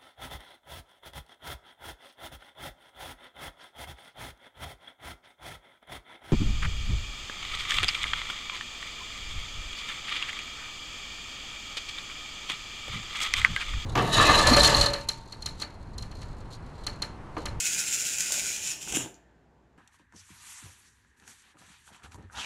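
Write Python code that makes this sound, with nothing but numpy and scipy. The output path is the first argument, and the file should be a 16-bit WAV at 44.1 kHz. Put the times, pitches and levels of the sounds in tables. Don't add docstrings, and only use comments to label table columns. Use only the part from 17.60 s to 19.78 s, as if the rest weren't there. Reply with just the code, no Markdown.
import sys
import numpy as np
from scipy import signal
from scipy.io import wavfile
from scipy.ndimage import uniform_filter1d

SR = 44100
rng = np.random.default_rng(int(sys.argv[2]) if len(sys.argv) > 2 else 0)


def unload_wav(signal):
    wavfile.write(
        sys.argv[1],
        SR,
        np.round(np.clip(np.atleast_2d(signal).T, -1, 1) * 32767).astype(np.int16),
    )


N = 96005
T = np.arange(N) / SR


def amp(db):
    return 10 ** (np.asarray(db) / 20)


def evened(x):
    return x / np.sqrt(np.mean(x ** 2) + 1e-20)


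def unit(x):
    return x / np.linalg.norm(x)


def read(points, hz):
    f, value = np.transpose(points)
    return np.interp(np.log(hz + 1), np.log(f), value)


def follow(points):
    return np.interp(T, *np.transpose(points))


def dying(t, t60):
    return np.exp(-np.log(1000) * t / t60)


def add(mix, s, sound):
    part = mix[max(round(s * SR), 0):][:len(sound)]
    part += sound[:len(part)]


def colour(x, points, size=4096):
    hz = abs(np.fft.fftfreq(size, 1 / SR))
    log_gain = np.log(amp(read(points, hz)))
    response = np.exp(np.conj(signal.hilbert(log_gain)))
    taps = np.fft.ifft(response).real[:size // 2]
    return signal.fftconvolve(x, unit(taps))[:N]


# pitch_hz, level_db (per Hz)
AIR_COLOUR = [(25, -23), (60, -0.5), (95, -9.5), (120, -1), (200, -9), (350, -8.5), (600, -16), (900, -19),
              (1200, -22.5), (1700, -19), (2300, -30), (4500, -36), (7400, -41), (8400, -46.5),
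              (15500, -57)]
AIR_DB = -65.5


def air():
    return amp(AIR_DB) * evened(colour(rng.standard_normal(N), AIR_COLOUR))


def hum():
    hum_hz, peak_db = 59, -66
    return amp(peak_db) * np.sin(2 * np.pi * hum_hz * T)


SHELL_T60_S = .0055
SHELL_RING = 1.63


def shell(count=9, size=600):
    t = np.arange(size) / SR
    place, phase, life, strength = rng.random((4, count, 1))
    band = np.arange(count)[:, None]
    hz = 1300 + 14000 * (band + place) / count
    modes = np.sin(2 * np.pi * (hz * t + phase)) * dying(t, SHELL_T60_S * (.5 + life))
    ring = ((0.23 + strength) * modes).sum(0)
    tick = t == 0
    return unit(tick + SHELL_RING * unit(ring))


CHATTER_S, CHATTER_KEEP = .001, .75


def clack(count=3, size=1200):
    out = np.zeros(size)
    for k in range(count):
        jitter = (k > 0) * rng.uniform(-0.41, .5)
        add(out, (k + jitter) * CHATTER_S, CHATTER_KEEP ** k * shell(count=24))
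    return unit(out)


# crest_s, level_db, rise_s, fall_s
SURGE_CRESTS = [(.004, -23, .01, 0.0049), (.073, -26, 0.024, 0.0085), (.136, -29, 0.015, 0.015),
                (.197, -26.5, 0.018, 0.014), (0.282, -28.5, 0.013, 0.0065), (0.337, -26, 0.015, 0.014),
                (0.413, -30, 0.031, 0.0071), (.474, -27.5, 0.019, 0.01), (.535, -33, 0.03, 0.017),
                (.612, -32, 0.029, 0.017), (.675, -34, 0.044, 0.031), (0.73, -29, .009, 0.0096),
                (0.796, -31, 0.04, 0.0055), (.868, -32, 0.024, .025), (.935, -34, 0.023, 0.03),
                (1.067, -32, 0.042, 0.045), (1.112, -30.5, 0.0073, 0.0084), (1.226, -37, 0.012, 0.0088),
                (1.291, -34, 0.0098, 0.015), (1.358, -25.5, .013, 0.009), (1.404, -40, .012, 0.012)]
# time_s, level_db
JOSTLE_LEVEL = [(0, -32.5), (.5, -34.5), (.9, -32.5), (1.02, -41), (1.12, -43), (1.17, -50), (1.26, -40.5),
                (1.42, -37.5), (1.48, -63), (1.54, -90)]


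def shaking():
    power = amp(follow(JOSTLE_LEVEL)) ** 2
    for s, db, rise, fall in SURGE_CRESTS:
        width = np.where(T < s, rise, fall)
        power = power + amp(db) ** 2 * np.exp(-((T - s) / width) ** 2)
    return 10 * np.log10(power)


# start_s, level_db
HARD_CLACKS = [(0.0543, -9), (0.0644, -25), (0.1334, -7.5), (.1822, -18), (0.311, -10), (0.352, -9),
               (0.4516, -6), (.5842, -5), (0.6058, -1), (0.6084, -5.5), (.6230, -33), (0.721, 1.5),
               (0.727, -16), (0.741, -3.5), (0.7948, -5), (0.963, -10.5), (1.0736, -9), (1.1057, -19),
               (1.2150, -22), (1.3230, -6), (1.3264, -12), (1.3480, -11.5), (1.3548, -6), (1.356, -13.5),
               (1.36, -21), (1.3699, -3), (1.398, -18)]
HITS_PER_S, SIZE_SPREAD_DB = 1700, 0.5
CLICK_LOW_HZ = 1000
BRIGHT_HZ, BRIGHT_DB_PER_DB, USUAL_DB = 3780, 0.13, -20


def collisions(count=300):
    level_db = shaking()
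    spread_db = SIZE_SPREAD_DB * np.minimum(rng.exponential(1, N), 3)
    sizes = amp(spread_db) * rng.choice([-1, 1], N)
    hits = sizes * (rng.random(N) < HITS_PER_S / SR)
    crowding = np.sqrt(abs(uniform_filter1d(hits ** 2, size=500)) + 1e-6)
    hits = hits * amp(level_db) / crowding

    rings = [shell() for _ in range(count)]
    which = rng.integers(0, count, N)
    clicks = np.zeros(N)
    for i in np.flatnonzero(hits):
        add(clicks, T[i], hits[i] * rings[which[i]])

    dull = signal.sosfiltfilt(signal.butter(2, BRIGHT_HZ, fs=SR, output="sos"), clicks)
    treble_db = BRIGHT_DB_PER_DB * np.clip(level_db - USUAL_DB, -10, 10)
    clicks = dull + (clicks - dull) * amp(treble_db)
    for s, db in HARD_CLACKS:
        add(clicks, s, amp(db) * clack())
    return signal.sosfilt(signal.butter(2, CLICK_LOW_HZ, "high", fs=SR, output="sos"), clicks)


def resonate(x, hz, width):
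    turn = np.exp(2j * np.pi * np.cumsum(hz) / SR)
    r = np.exp(-np.pi * width / SR)
    return 2 * (turn * signal.lfilter([1 - r], [1, -r], x / turn)).real


# pitch_hz, level_db (per Hz)
CUPPED_COLOUR = [(600, -35), (1150, -28), (1490, -7), (1750, -17), (2100, -11), (2520, -7.5), (3000, -11),
                 (3700, -12.5), (4400, -13.5), (5200, -7), (6200, -5), (7000, 0.5), (7600, -3), (7950, -9),
                 (9200, -10.5), (11000, -17), (13000, -21.5), (15500, -23.5)]
# pitch_hz, level_db (per Hz)
PARTED_COLOUR = [(600, -30.5), (1150, -21.5), (1500, -14), (2100, -12.5), (2560, -5), (3100, -5.5),
                 (3700, -10.5), (4600, -12), (5700, -2.5), (6300, -3.5), (7050, 2.5), (7600, -3),
                 (7950, -8), (9000, -9.5), (12000, -18), (15500, -26)]
# pitch_hz, level_db (per Hz)
SPILLED_COLOUR = [(600, -20.5), (1300, -10.5), (1600, -14), (2000, -13.5), (2650, -3.5), (3350, -6.5),
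                  (4300, -22.5), (5700, -7), (6400, -5), (7080, 3), (7600, -5), (8000, -7), (8900, -10.5),
                  (11000, -15.5), (15500, -28)]
# time_s, pitch_hz
HOLLOW_PITCH = [(0.0, 2570), (0.184, 2520), (0.234, 2550), (0.466, 2830), (0.514, 2520), (0.73, 2640),
                (0.774, 2390), (1.088, 2470), (1.118, 2670), (1.3, 2460)]
HOLLOW_WIDTH_HZ, HOLLOW_GAIN = 130, .8
PART_S, SPILL_S, BLEND_S = 0.92, 1.287, 0.078


def rattle():
    clicks = collisions()
    parted = np.clip((T - PART_S) / BLEND_S + .5, 0, 1)
    spilled = np.clip((T - SPILL_S) / BLEND_S + .5, 0, 1)
    held = colour(clicks * (1 - parted), CUPPED_COLOUR)
    held = held + colour(clicks * (parted - spilled), PARTED_COLOUR)
    hollow = resonate(held, follow(HOLLOW_PITCH), HOLLOW_WIDTH_HZ)
    return held + HOLLOW_GAIN * hollow + colour(clicks * spilled, SPILLED_COLOUR)


# time_s, level_db
RUB_LEVEL = [(0, -52), (.68, -52.5), (.8, -50.5), (1.0, -54), (1.26, -53), (1.34, -40), (1.44, -45.5),
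             (1.49, -75), (1.58, -65.5)]
# pitch_hz, level_db (per Hz)
RUB_COLOUR = [(25, -15), (60, 4.5), (100, -2.5), (170, -0.5), (350, -3.5), (550, -9), (900, -7.5),
              (1300, -18.5), (3000, -27.5), (16000, -69)]


def rubbing():
    return colour(rng.standard_normal(N), RUB_COLOUR) * amp(follow(RUB_LEVEL))


CLOTH_S = 0.0037


def scuffs(rows, size=3000):
    out = np.zeros(N)
    for s, db in rows:
        puff = rng.standard_normal(size) * np.exp(-T[:size] / CLOTH_S)
        add(out, s, amp(db) * unit(puff))
    return out


# start_s, level_db
KNOCKS = [(.703, -16), (.722, -20.5), (.757, -22), (.778, -21.5), (.828, -37)]
# pitch_hz, level_db (per Hz)
KNOCK_COLOUR = [(60, -20), (200, -7.5), (450, -0.5), (700, 3), (1150, -1), (1500, -23), (4000, -30),
                (16000, -59.5)]


def palm_knocks():
    return colour(scuffs(KNOCKS), KNOCK_COLOUR)


# start_s, level_db
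CLOTH_LANDINGS = [(1.275, -15), (1.295, -27), (1.324, -14), (1.336, -8.5), (1.352, -16.5), (1.365, -13.5),
                  (1.370, -8), (1.388, -16.5), (1.405, -13), (1.424, -18), (1.447, -15.5), (1.460, -17),
                  (1.473, -18)]
# pitch_hz, level_db (per Hz)
THUD_COLOUR = [(30, -22.5), (80, -18.5), (120, 9), (160, -1.5), (220, 6.5), (290, 12.5), (450, -0.5),
               (950, -1), (1200, -8), (1600, 2.5), (2000, -20), (3000, -14.5), (4200, -10.5), (16000, -53)]
# pitch_hz, level_db, t60_s
TOP_MODES = [(127, -14.5, 0.13), (217.4, -17, .1), (267, -31, 0.093), (342, -26.5, .07)]
TABLE_RING_DB = -22.5


def table(size=12000):
    t = T[:size]
    thuds = colour(scuffs(CLOTH_LANDINGS), THUD_COLOUR)
    top = np.zeros(size)
    for hz, db, t60 in TOP_MODES:
        top += amp(db) * np.cos(2 * np.pi * hz * t) * dying(t, t60)
    return thuds + amp(TABLE_RING_DB) * signal.fftconvolve(thuds, unit(top))[:N]


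# pitch_hz, level_db (per Hz)
SLIDE_COLOUR = [(100, -11), (500, -9), (1200, -5), (1700, 7), (2300, -9), (3500, -13), (5000, -21),
                (7000, -17), (8500, -29), (16000, -42)]
SLIDE_START_S, SLIDE_END_S, SLIDE_DB = 1.53, 1.9, -74


def sliding():
    along = np.clip((T - SLIDE_START_S) / (SLIDE_END_S - SLIDE_START_S), 0, 1)
    swell = np.sin(np.pi * along ** .6)
    return amp(SLIDE_DB) * swell * colour(rng.standard_normal(N), SLIDE_COLOUR)


# start_s, level_db
LAST_TICKS = [(1.5423, -33.5), (1.5507, -38)]
# pitch_hz, level_db (per Hz)
TICK_COLOUR = [(800, -25), (2500, -6), (4000, 1), (5500, 3), (7200, 11), (8200, -11.5), (15000, -27)]


def settling():
    out = np.zeros(N)
    for s, db in LAST_TICKS:
        add(out, s, amp(db) * clack())
    return colour(out, TICK_COLOUR)


# pitch_hz, t60_s
ROOM_DECAY = [(100, 0.15), (500, 0.63), (1500, 0.3), (3000, .3), (7000, 0.25), (14000, 0.29)]
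ROOM_DB, EARLY_DB, EARLY_S = -4, -9, .012


def echoes(count=14, size=28000):
    hz, t, z = signal.stft(rng.standard_normal(size), SR, nperseg=256)
    fading = z * dying(t, read(ROOM_DECAY, hz)[:, None])
    tail = signal.istft(fading, SR)[1][:size]
    tail = amp(ROOM_DB) * unit(tail * np.minimum(T[:size] / EARLY_S, 1))
    times = rng.uniform(.1, 1.5, count) * EARLY_S
    for s, strength in zip(times, unit(rng.standard_normal(count))):
        add(tail, s, np.array([amp(EARLY_DB) * strength]))
    return tail


SWAY_S = 0.09234


def room(x, count=5):
    out = np.zeros(N)
    for k in range(count):
        away = abs((T / SWAY_S - k) % count - count / 2)
        share = np.cos(np.pi / 2 * np.minimum(away, 1))
        out += signal.fftconvolve(x * share, echoes())[:N]
    return out


# pitch_hz, level_db
LATE_COLOUR = [(100, -5.5), (500, -7.5), (1200, -6), (1700, 8.5), (2400, -6.5), (5000, -24), (7000, -17),
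               (9000, -28.5), (16000, -38)]
LATE_DB, LATE_T60_S = -23, .7


def lingering(x):
    tail = rng.standard_normal(SR) * dying(T[:SR], LATE_T60_S)
    return amp(LATE_DB) * colour(signal.fftconvolve(x, unit(tail))[:N], LATE_COLOUR)


TABLE_ROOM_SHARE = 0.46


def scene():
    palms = rubbing() + palm_knocks()
    hands = amp(-2.8) * rattle() + amp(-2.5) * palms + settling() + sliding()
    thuds = amp(-3.0) * table()
    sent = hands + TABLE_ROOM_SHARE * thuds
    return (hands + thuds + room(sent) + lingering(sent) + air() + hum())[None]


def record(dry):
    cutoff_hz = 15780
    taps = signal.firwin(511, cutoff_hz, window=("kaiser", 9), fs=SR)
    return signal.oaconvolve(dry, taps[None], "same")


dry = scene()
out = record(dry)
unload_wav(out)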